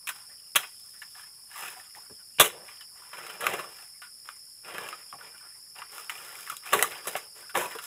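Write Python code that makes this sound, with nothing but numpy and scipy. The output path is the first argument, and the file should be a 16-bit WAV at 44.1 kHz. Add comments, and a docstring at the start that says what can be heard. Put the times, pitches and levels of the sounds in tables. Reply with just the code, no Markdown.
"""Open ground near trees at night: dry bamboo poles and dead sticks are pulled out of dry grass, close to the
microphone. Random fibre snaps ring the resonances of the poles as they break, knock, rub and drag.
Behind them a chorus of crickets and katydids, made of narrow bands of noise, goes on over faint hiss.
Sparse decaying clicks give the quick scatter near the ground and the faint echo of the trees."""
import sys
import numpy as np
from scipy import signal
from scipy.fft import rfft, irfft
from scipy.io import wavfile
from scipy.ndimage import uniform_filter1d

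SR = 44100
rng = np.random.default_rng(int(sys.argv[2]) if len(sys.argv) > 2 else 0)


def bounce(signal):
    """Save signal as a 16-bit WAV file at the path given by the first command-line argument."""
    frames = np.transpose(np.atleast_2d(signal))
    limited = np.clip(frames, -1, 1)
    pcm = np.round(limited * 32767).astype(np.int16)
    wavfile.write(sys.argv[1], SR, pcm)


N = 346626
TIME = np.arange(N) / SR


def from_db(db):
    """Amplitude factor of a level in dB."""
    return 10 ** (np.asarray(db) / 20)


def unit(x):
    """Scales to rms 1."""
    return x / np.sqrt(np.mean(x ** 2) + 1e-20)


def along(points, hz):
    """Reads a table on a logarithmic frequency axis."""
    f, value = np.transpose(points)
    return np.interp(np.log(hz + 1), np.log(f), value)


def add(mix, start_s, sound):
    """Adds a sound to the mix in place, cut off at the end of the mix."""
    part = mix[round(start_s * SR):][:len(sound)]
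    part += sound[:len(part)]


def fade_60db(t, t60):
    """Exponential decay that falls by 60 dB in t60 seconds."""
    return np.exp(-np.log(1000) * t / t60)


def shaped_noise(gain):
    """Noise with the given gain at each frequency."""
    return irfft(rfft(rng.standard_normal(N)) * gain, N)


def drift(per_s):
    """Smooth random curve of rms 1, with little movement faster than per_s Hz."""
    hz = np.fft.rfftfreq(N, 1 / SR)
    return unit(shaped_noise(1 / (1 + (hz / per_s) ** 4)))


def response(colour, modes=(), size=4096):
    """Causal, minimum-phase ring of a click with this colour and these resonances."""
    hz = np.fft.rfftfreq(size, 1 / SR)
    peaks = sum(from_db(db) ** 2 / (1 + (2 * (hz - f) / width) ** 2) for f, width, db in modes)
    log_gain = np.log(from_db(along(colour, hz))) + .5 * np.log(1 + 2.2 * peaks)
    # folding the cepstrum forward puts the energy as early as it can be
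    cepstrum = irfft(log_gain)
    cepstrum[1:size // 2] *= 2
    cepstrum[size // 2 + 1:] = 0
    return irfft(np.exp(rfft(cepstrum)))


def snaps(count, per_s, spread_db):
    """Random train of tiny snaps; a few are much larger than the rest, or smaller if the spread is negative."""
    size = from_db(spread_db * np.minimum(rng.exponential(1, count), 4))
    return size * rng.choice([-1, 1], count) * (rng.random(count) < per_s / SR)


def blow(drive, ring):
    """Sends a burst through a ring; the energy is that of rms 1 held for 10 ms."""
    sound = signal.fftconvolve(drive, ring)[:len(drive)]
    return sound * np.sqrt(SR / 100 / (np.sum(sound ** 2) + 1e-20))


# Colour of the still night air. Each row: frequency in Hz, relative level in dB.
AIR_COLOUR = [(20, 22), (60, 8), (130, 8.5), (400, -3.5), (900, -11), (1700, -2), (2800, -5.5), (4100, -10),
              (6400, -3), (13800, -4.5), (15300, 3.5)]


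def air(level_db=-60.5):
    """Faint even hiss of the night: steady coloured noise."""
    hz = np.fft.rfftfreq(N, 1 / SR)
    return from_db(level_db) * unit(shaped_noise(from_db(along(AIR_COLOUR, hz))))


# Insect choirs far off. Each row: centre in Hz, spread in Hz, level in dB, movement included,
# slow wavering in dB rms, fast flutter in dB rms (a minus sign only turns the random curve over).
INSECT_CHOIRS = [(5237, 141, -52, 0.3, 0.1), (4893, 120, -60.5, -2.1, 0.3), (4517, 76, -71, 2, 1),
                 (7063, 100, -67, -0.3, 4), (10230, 510, -56, 0, 1), (9020, 570, -60, -1, 0.5),
                 (11800, 810, -62.5, 0, 0.5)]


def insects():
    """Many far stridulating insects blur into narrow fluttering bands."""
    hz, out = np.fft.rfftfreq(N, 1 / SR), np.zeros(N)
    for centre, spread, db, waver_db, flutter_db in INSECT_CHOIRS:
        choir = shaped_noise(np.exp(-((hz - centre) / (2 * spread)) ** 2))
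        movement_db = waver_db * drift(per_s=4.5) + flutter_db * drift(per_s=68)
        out += from_db(db) * unit(choir * from_db(movement_db))
    return out


# Echo of the trees. Each row: frequency in Hz, time to fall by 60 dB in seconds.
FOREST_DECAY = [(150, 0.37), (800, 0.096), (2000, 0.25), (5000, 0.27), (14000, 0.22)]


def forest(x, near_db=-10, near_t60=0.09, far_db=-23, count=24000):
    """Quick scatter from the ground and the pile, then a faint tail from the trees."""
    t = np.arange(count) / SR
    near = snaps(count, per_s=1900, spread_db=-1.5) * fade_60db(t, near_t60) * (t > .003)
    # the tail dies at its own rate in each frequency band
    clicks = snaps(count, per_s=2100, spread_db=-4.0) * (t > .02)
    hz, when, bands = signal.stft(clicks, SR, nperseg=256)
    fading = bands * fade_60db(when, along(FOREST_DECAY, hz)[:, None])
    far = signal.istft(fading, SR, nperseg=256)[1][:count]
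    echo = from_db(near_db) * near / np.linalg.norm(near) + from_db(far_db) * far / np.linalg.norm(far)
    return signal.oaconvolve(x, echo)[:N]


def creaks(per_s=9, level_db=-70, spread_db=3, mean_s=.045, low_hz=1000, high_hz=3664, width_hz=160):
    """Stalks under the load creak faintly all the time: rubs at random moments and pitches."""
    rows = []
    for when, length, note, size in rng.random((int(per_s * N / SR), 4)):
        hz = low_hz * (high_hz / low_hz) ** note
        db = level_db + spread_db * (2 * size - 1)
        rows.append((when * N / SR, mean_s * (.5 + length), hz, width_hz, db))
    return rows


# Poles rub and sing briefly, close by; the low one at 2.095 s is a soft thump.
# Each row: start in seconds, length in seconds, pitch in Hz, resonance width in Hz, level in dB.
POLE_RUBS = [(0.286, 0.066, 1830, 200, -63.5), (0.5506, .007, 2800, 900, -37),
             (0.927, 0.07, 1840, 246, -64.5), (1.761, .045, 750, 30, -53), (1.956, 0.039, 823, 35, -54),
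             (2.095, .04, 438, 199, -55), (2.384, 0.014, 2870, 500, -32.5), (3.814, 0.036, 1410, 200, -62),
             (5.126, 0.047, 766, 119, -52), (5.272, .014, 2450, 500, -53), (5.335, 0.028, 1480, 200, -57),
             (5.418, 0.063, 1310, 199, -59), (6.511, 0.037, 1190, 120, -47.5),
             (6.914, 0.011, 2700, 500, -42), (6.946, 0.013, 2720, 503, -49), (7.413, 0.069, 1540, 90, -59),
             (7.834, 0.028, 1170, 88.5, -58)]


def rubs(count=12000):
    """Quick slips keep one resonance going for the length of each row."""
    out = np.zeros(N)
    for start, length, hz, width, db in POLE_RUBS + creaks():
        t = np.arange(int(length * SR)) / SR
        ring = np.sin(2 * np.pi * hz * t) * np.exp(-np.pi * width * t)
        slips = snaps(count, per_s=2100, spread_db=0)  # all of one size
        song = signal.fftconvolve(slips, ring)[len(t):2 * len(t)]  # taken once the ring has built up
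        add(out, start, from_db(db) * unit(song * signal.windows.tukey(len(t), .5)))
    return out


# Dry poles split close to the microphone. Each row: start in seconds, level in dB, time the split runs
# in seconds, decay constant in seconds (at least 1 ms is used), note of the pole in Hz, share of that note
# in the energy from 0 to 1, thump in dB relative to the crack, splinters in dB relative to the level.
POLE_BREAKS = [(0.0715, -35, 0.0048, 0.0056, 2520, 0.55, -30, 0.5),
               (0.0888, -33, 0.0022, 0.012, 1540, 0.15, -17.5, 2.5),
               (0.5578, -15.5, 0.0075, 0.0041, 3210, 0.2, -12.5, 1.5),
               (2.3979, -3, 0.015, 0.0071, 3450, 0.22, -3, 1),
               (2.441, -22.5, 0.019, 0.0072, 2960, 0.4, -3, 2.5),
               (3.4675, -21, 0.0016, 0.0018, 1190, 0.01, -19, -8),
               (6.7308, -16.5, 0.0072, 0.0085, 1110, 0.24, -4.5, -5),
               (6.8256, -19.5, 0.00067, 0.0021, 1910, 0.37, -5, 4.5),
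               (7.0705, -32, 0.012, 0.011, 1820, .1, -1, 2.5),
               (7.5519, -24.5, 0.0036, 0.0049, 813, 0.6, -10, -21)]
# Sticks knock together. Each row: start in seconds, level in dB, decay constant in seconds, note of the
# stick in Hz, share of that note in the energy from 0 to 1, splinters in dB relative to the level.
STICK_KNOCKS = [(0.632, -38.5, 0.015, 2520, 0.3, -18), (1.0185, -40.5, 0.0083, 1850, 0.7, -9.5),
                (1.95, -51, 0.0061, 1850, 0.7, -8), (2.097, -52, 0.01, 436, 0.85, -27),
                (2.5286, -46, .012, 530, 0.6, -20), (2.6886, -46.5, 0.0095, 2240, .4, -10),
                (2.809, -48, 0.0089, 3040, 0.45, -2), (3.1309, -39.5, 0.013, 1000, 0.3, -10),
                (3.266, -43.5, .004, 1310, 0.2, -1), (3.298, -40.5, 0.0088, 1320, 0, -7),
                (3.407, -37, 0.018, 1690, .25, 0.5), (3.441, -33.5, 0.0087, 1210, .16, -13),
                (3.591, -33.5, .014, 1054, 0.55, -8.5), (4.0185, -42.5, 0.024, 1450, 0.4, -8.5),
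                (4.289, -39.5, 0.0022, 1220, 0.1, -12), (4.7823, -35.5, .003, 1700, 0.47, -6.5),
                (4.8882, -40.5, 0.0029, 2720, 0.4, -2.5), (4.928, -37, .003, 1266, 0.87, -18),
                (5.1269, -39.5, 0.0066, 1090, 1, -22), (5.209, -45, 0.01, 1490, 0.93, -20.5),
                (5.819, -39, 0.0038, 1248, 0.4, -26), (5.9813, -43.5, 0.0044, 1340, 0.5, -0.5),
                (6.0961, -32, 0.007, 1970, 0.01, -5.5), (6.4754, -41.5, 0.012, 1590, .1, -15),
                (6.499, -32.5, 0.0047, 1290, 0.96, -3.5), (6.5678, -57.5, 0.0018, 1500, 0, 18.5),
                (6.745, -23, .02, 422, 0.8, -10), (6.7911, -27.5, 0.0066, 1870, .6, -4.5),
                (6.842, -28, .003, 1182, 1, -13), (7.1531, -28.5, .004, 760, 0.44, -19),
                (7.163, -36.5, 0.015, 1000, 0, 1.5), (7.494, -45, 0.011, 1520, 0.6, -4),
                (7.573, -27, 0.0066, 460, 0.75, -5), (7.607, -30.5, 0.032, 950, 1, -2),
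                (7.716, -42, 0.018, 1880, 0.4, -5), (7.751, -38, 0.0055, 460, 0.83, -15),
                (7.787, -38.5, 0.0084, 1310, 0.4, -7)]


def blows(thump_db_at_1khz=-11.5, thump_db_per_octave=-24.5):
    """Breaks and knocks as rows of one form; a knock does not run on, and lower sticks thump more."""
    knocks = []
    for start, db, life, hz, share, splinter_db in STICK_KNOCKS:
        thump_db = thump_db_at_1khz + thump_db_per_octave * np.log2(hz / 1000)
        knocks.append((start, db, 0, life, hz, share, thump_db, splinter_db))
    return POLE_BREAKS + knocks


# Held poles never lie quite still: scrape, weight and leaves in dB, before the layers are balanced.
HELD_DB = (-73.5, -79, -71.5)
# Each pull of a pole through the grass; the long row at 0.62 s is leaves rustling faintly.
# Each row: start in seconds, rise in seconds, hold in seconds, then scrape of wood, weight on the ground
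# and crackle of leaves in dB, before the layers are balanced.
GRASS_PULLS = [(0.134, 0.013, 0.019, -51.5, -68, -53.5), (0.27, 0.034, 0.027, -70, -73, -73),
               (0.62, .03, 0.54, -83, -93, -61.5), (1.128, 0.041, 0.034, -51.5, -71.5, -56.5),
               (1.463, .17, 0.028, -41, -66, -44), (1.607, 0.023, 0.021, -44.5, -49.5, -59),
               (1.738, 0.027, 0.045, -53, -75, -58), (1.93, 0.024, 0.027, -57.5, -68, -60),
               (2.517, 0.016, 0.057, -54, -48, -72), (2.64, 0.022, 0.072, -54, -72, -58.5),
               (2.921, 0.087, 0.29, -57.5, -69, -65), (3.112, 0.1, 0.16, -46, -51.5, -55.5),
               (3.389, 0.05, 0.12, -34.5, -36.5, -45.5), (3.68, 0.018, 0.13, -55.5, -80, -58.5),
               (4.234, 0.024, 0.016, -57, -70.5, -62.5), (4.623, 0.069, 0.18, -42.5, -47, -55.5),
               (4.947, .02, 0.031, -53.5, -64, -61), (5.167, 0.034, 0.069, -53, -59, -63),
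               (5.331, .02, 0.13, -59, -76, -77), (5.745, 0.02, 0.045, -48, -59.5, -58),
               (5.879, .07, 0.058, -49, -59, -51.5), (6.057, 0.075, .22, -47.5, -57, -50.5),
               (6.363, 0.016, 0.15, -51.5, -62, -51.5), (6.612, 0.067, 0.1, -42, -55.5, -51),
               (6.718, .01, 0.099, -36.5, -38, -42.5), (6.897, .02, .05, -44, -53.5, -51.5),
               (7.023, 0.034, 0.1, -45.5, -49, -49.5), (7.334, 0.043, 0.033, -52, -57, -54),
               (7.536, 0.026, 0.043, -35, -35, -40.5), (7.683, .03, 0.029, -44, -51, -51.5),
               (7.805, .03, .03, -54, -76, -46)]


def motion(step_s=.001, release_db_per_s=148.5, shake_db=-12, shake_leaf_db=-5, shake_db_per_s=288.5):
    """Scrape, weight and leaves: each row rises, holds and settles; each blow shakes the pile until it rests."""
    t = np.arange(0, N / SR + step_s, step_s)
    power = np.outer(from_db(HELD_DB) ** 2, np.ones(len(t)))
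    for start, rise, hold, *levels_db in GRASS_PULLS:
        settling = np.maximum(t - start - rise - hold, 0)
        rising = np.sin(np.pi / 2 * np.clip((t - start) / rise, 0, 1)) ** 2
        shape = rising * from_db(-release_db_per_s * settling)
        power += np.outer(from_db(levels_db), shape) ** 2
    for start, db, *_, thump_db, splinter_db in blows():
        shape = (t > start) * from_db(db + shake_db - shake_db_per_s * abs(t - start))
        layers_db = [0, min(thump_db, 0), splinter_db + shake_leaf_db]
        power += np.outer(from_db(layers_db), shape) ** 2
    return [np.interp(TIME, t, np.sqrt(p)) for p in power]


def twigs(slips, count=26, t60=.035, contact_step_s=.04):
    """Slips ring the thin sticks, which catch and let go at random; each slip rings one stick."""
    which, t = rng.integers(0, count, N), np.arange(2048) / SR
    moments = np.arange(0, N / SR + 1, contact_step_s)
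    out = np.zeros(N)
    notes_hz = np.geomspace(720, 3100, count) * rng.uniform(0.97, 1.03, count)
    for k, hz in enumerate(notes_hz):
        contact_db = 8 * np.clip(rng.standard_normal(len(moments)), -2, 1.3)
        contact = from_db(np.interp(TIME, moments, contact_db))
        ring = np.sin(2 * np.pi * hz * t) * fade_60db(t, t60) / hz ** .2
        out += signal.oaconvolve(slips * (which == k) * contact, ring)[:N]
    return unit(signal.sosfilt(signal.butter(2, 500, "high", fs=SR, output="sos"), out))


# Resonances of the hollow poles. Each row: frequency in Hz, width in Hz, relative strength in dB.
POLE_MODES = [(350, 15, -1), (433, 22, 4.5), (485, 110, 1), (735, 27, -12.5), (980, 100, 6),
              (1190, 420, 7.5), (1700, 160, 3), (2773, 230, 1.5), (2945, 41, -5), (3070, 26, -11.5),
              (3650, 50, -16.5), (3870, 38, 2.5)]
# Colour of the ground thump. Each row: frequency in Hz, relative level in dB.
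THUMP_COLOUR = [(20, -49.5), (60, -21.5), (120, -11), (190, -5.5), (260, -12), (340, -3.5), (600, 1.5),
                (800, -4), (1300, -33), (3000, -66)]
# Colour of the woody crack. Each row: frequency in Hz, relative level in dB.
WOOD_COLOUR = [(30, -74), (100, -56.5), (450, -9.5), (750, -16.5), (1150, 4.5), (2200, 9), (3600, 2),
               (4200, -5), (4800, -21.5), (8000, -47), (16000, -66)]
# Colour of the splinters and dry leaves. Each row: frequency in Hz, relative level in dB.
SPLINTER_COLOUR = [(30, -82), (500, -58), (2200, -14), (3400, -0.5), (4100, -6.5), (4800, -17), (5700, -5),
                   (8200, 2), (9200, -5), (10400, 6), (11600, -0.5), (13000, 2), (14000, -8), (15300, -0.5)]


def dragging(scrape, weight, leaves, scrape_db=-2.0, weight_db=-1, leaf_db=3):
    """Dense stick-slip grains sound the poles, the twigs, the ground and the dry leaves."""
    catching = from_db(1.5 * drift(per_s=55))
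    slips = catching * snaps(N, per_s=3400, spread_db=3.1)
    crackle = unit(slips) + unit(catching * snaps(N, per_s=600, spread_db=4.8))
    wood = unit(signal.oaconvolve(slips, response(WOOD_COLOUR, POLE_MODES))[:N])
    ground = unit(signal.oaconvolve(slips, response(THUMP_COLOUR, POLE_MODES))[:N])
    rustle = unit(signal.oaconvolve(crackle, response(SPLINTER_COLOUR))[:N])
    sticks = .6 * wood + .8 * twigs(slips)
    dragged = from_db(scrape_db) * scrape * sticks
    dragged += from_db(weight_db) * weight * ground
    return dragged + from_db(leaf_db) * leaves * rustle


def ticks(scrape, per_s=16, level_db=-2, spread_db=5, life_s=0.0027, low_hz=950, high_hz=3040):
    """Small twigs flick at random, at a level relative to the scrape at that moment."""
    share, thump_db, splinter_db = 0.91, -18, -7
    rows = []
    for when, note, size in rng.random((int(per_s * N / SR), 3)):
        at = int(when * N)
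        db = 20 * np.log10(scrape[at]) + level_db + spread_db * (2 * size - 1)
        hz = low_hz * (high_hz / low_hz) ** note
        rows.append((at / SR, db, 0, life_s, hz, share, thump_db, splinter_db))
    return strikes(rows)


def strikes(rows, note_cycles=42, count=6000):
    """A first snap and a run of fibre breaks that holds, then dies, ring the pole and the stick's own note."""
    thump = response(THUMP_COLOUR, POLE_MODES)
    wood = response(WOOD_COLOUR, POLE_MODES)
    splinter = response(SPLINTER_COLOUR, POLE_MODES)
    t, out = np.arange(count) / SR, np.zeros(N)
    for start, db, run, life, hz, share, thump_db, splinter_db in rows:
        life, share = max(life, 1e-3), np.clip(share, 0, 1)
        burst = snaps(count, per_s=4000, spread_db=1.8) * np.exp(-np.maximum(t - run, 0) / life)
        # a short break puts more of its force into the first snap
        burst[0] = min(.003 / (life + run), .9) * np.linalg.norm(burst)
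        # high notes die sooner: each falls by 60 dB in the same number of cycles
        note = np.cos(2 * np.pi * hz * t) * fade_60db(t, note_cycles / hz)
        body = blow(burst, wood) + from_db(thump_db) * blow(burst, thump)
        body /= np.hypot(1, from_db(thump_db))
        ringing = blow(blow(burst, note), wood + thump)
        sound = np.sqrt(1 - share) * body + np.sqrt(share) * ringing
        sound += from_db(splinter_db) * blow(burst, splinter)
        add(out, start, from_db(db) * sound)
    return out


def scene():
    """The handled bamboo close by and its echo, over insects and night air."""
    night = air() + insects()
    scrape, weight, leaves = motion()
    bamboo = rubs() + dragging(scrape, weight, leaves) + ticks(scrape) + strikes(blows())
    return (night + forest(bamboo) + bamboo)[None]


def record(dry, knee_db=-17, squeeze=0.4, recover_db_per_s=90, low_cut_hz=70, edge_hz=15580, ceiling=.64):
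    """At the microphone, gain control ducks loud snaps and recovers, peaks are rounded, the band is limited."""
    power_db = 10 * np.log10(abs(uniform_filter1d(dry[0] ** 2, size=300)) + 1e-12)
    # the held level jumps up with a peak and falls at a steady rate
    fall_db = TIME * recover_db_per_s
    held_db = np.maximum.accumulate(power_db + fall_db) - fall_db
    over_db = np.maximum(held_db - knee_db, 0)
    ducked = dry * from_db(-squeeze * uniform_filter1d(over_db, size=100))
    rounded = ceiling * np.tanh(ducked / ceiling)
    lean = signal.sosfilt(signal.butter(2, low_cut_hz, "high", fs=SR, output="sos"), rounded)
    treble_cut = signal.firwin(401, edge_hz, window=("kaiser", 9), fs=SR)
    return signal.oaconvolve(lean, treble_cut[None], "same")


dry = scene()
out = record(dry)
bounce(out)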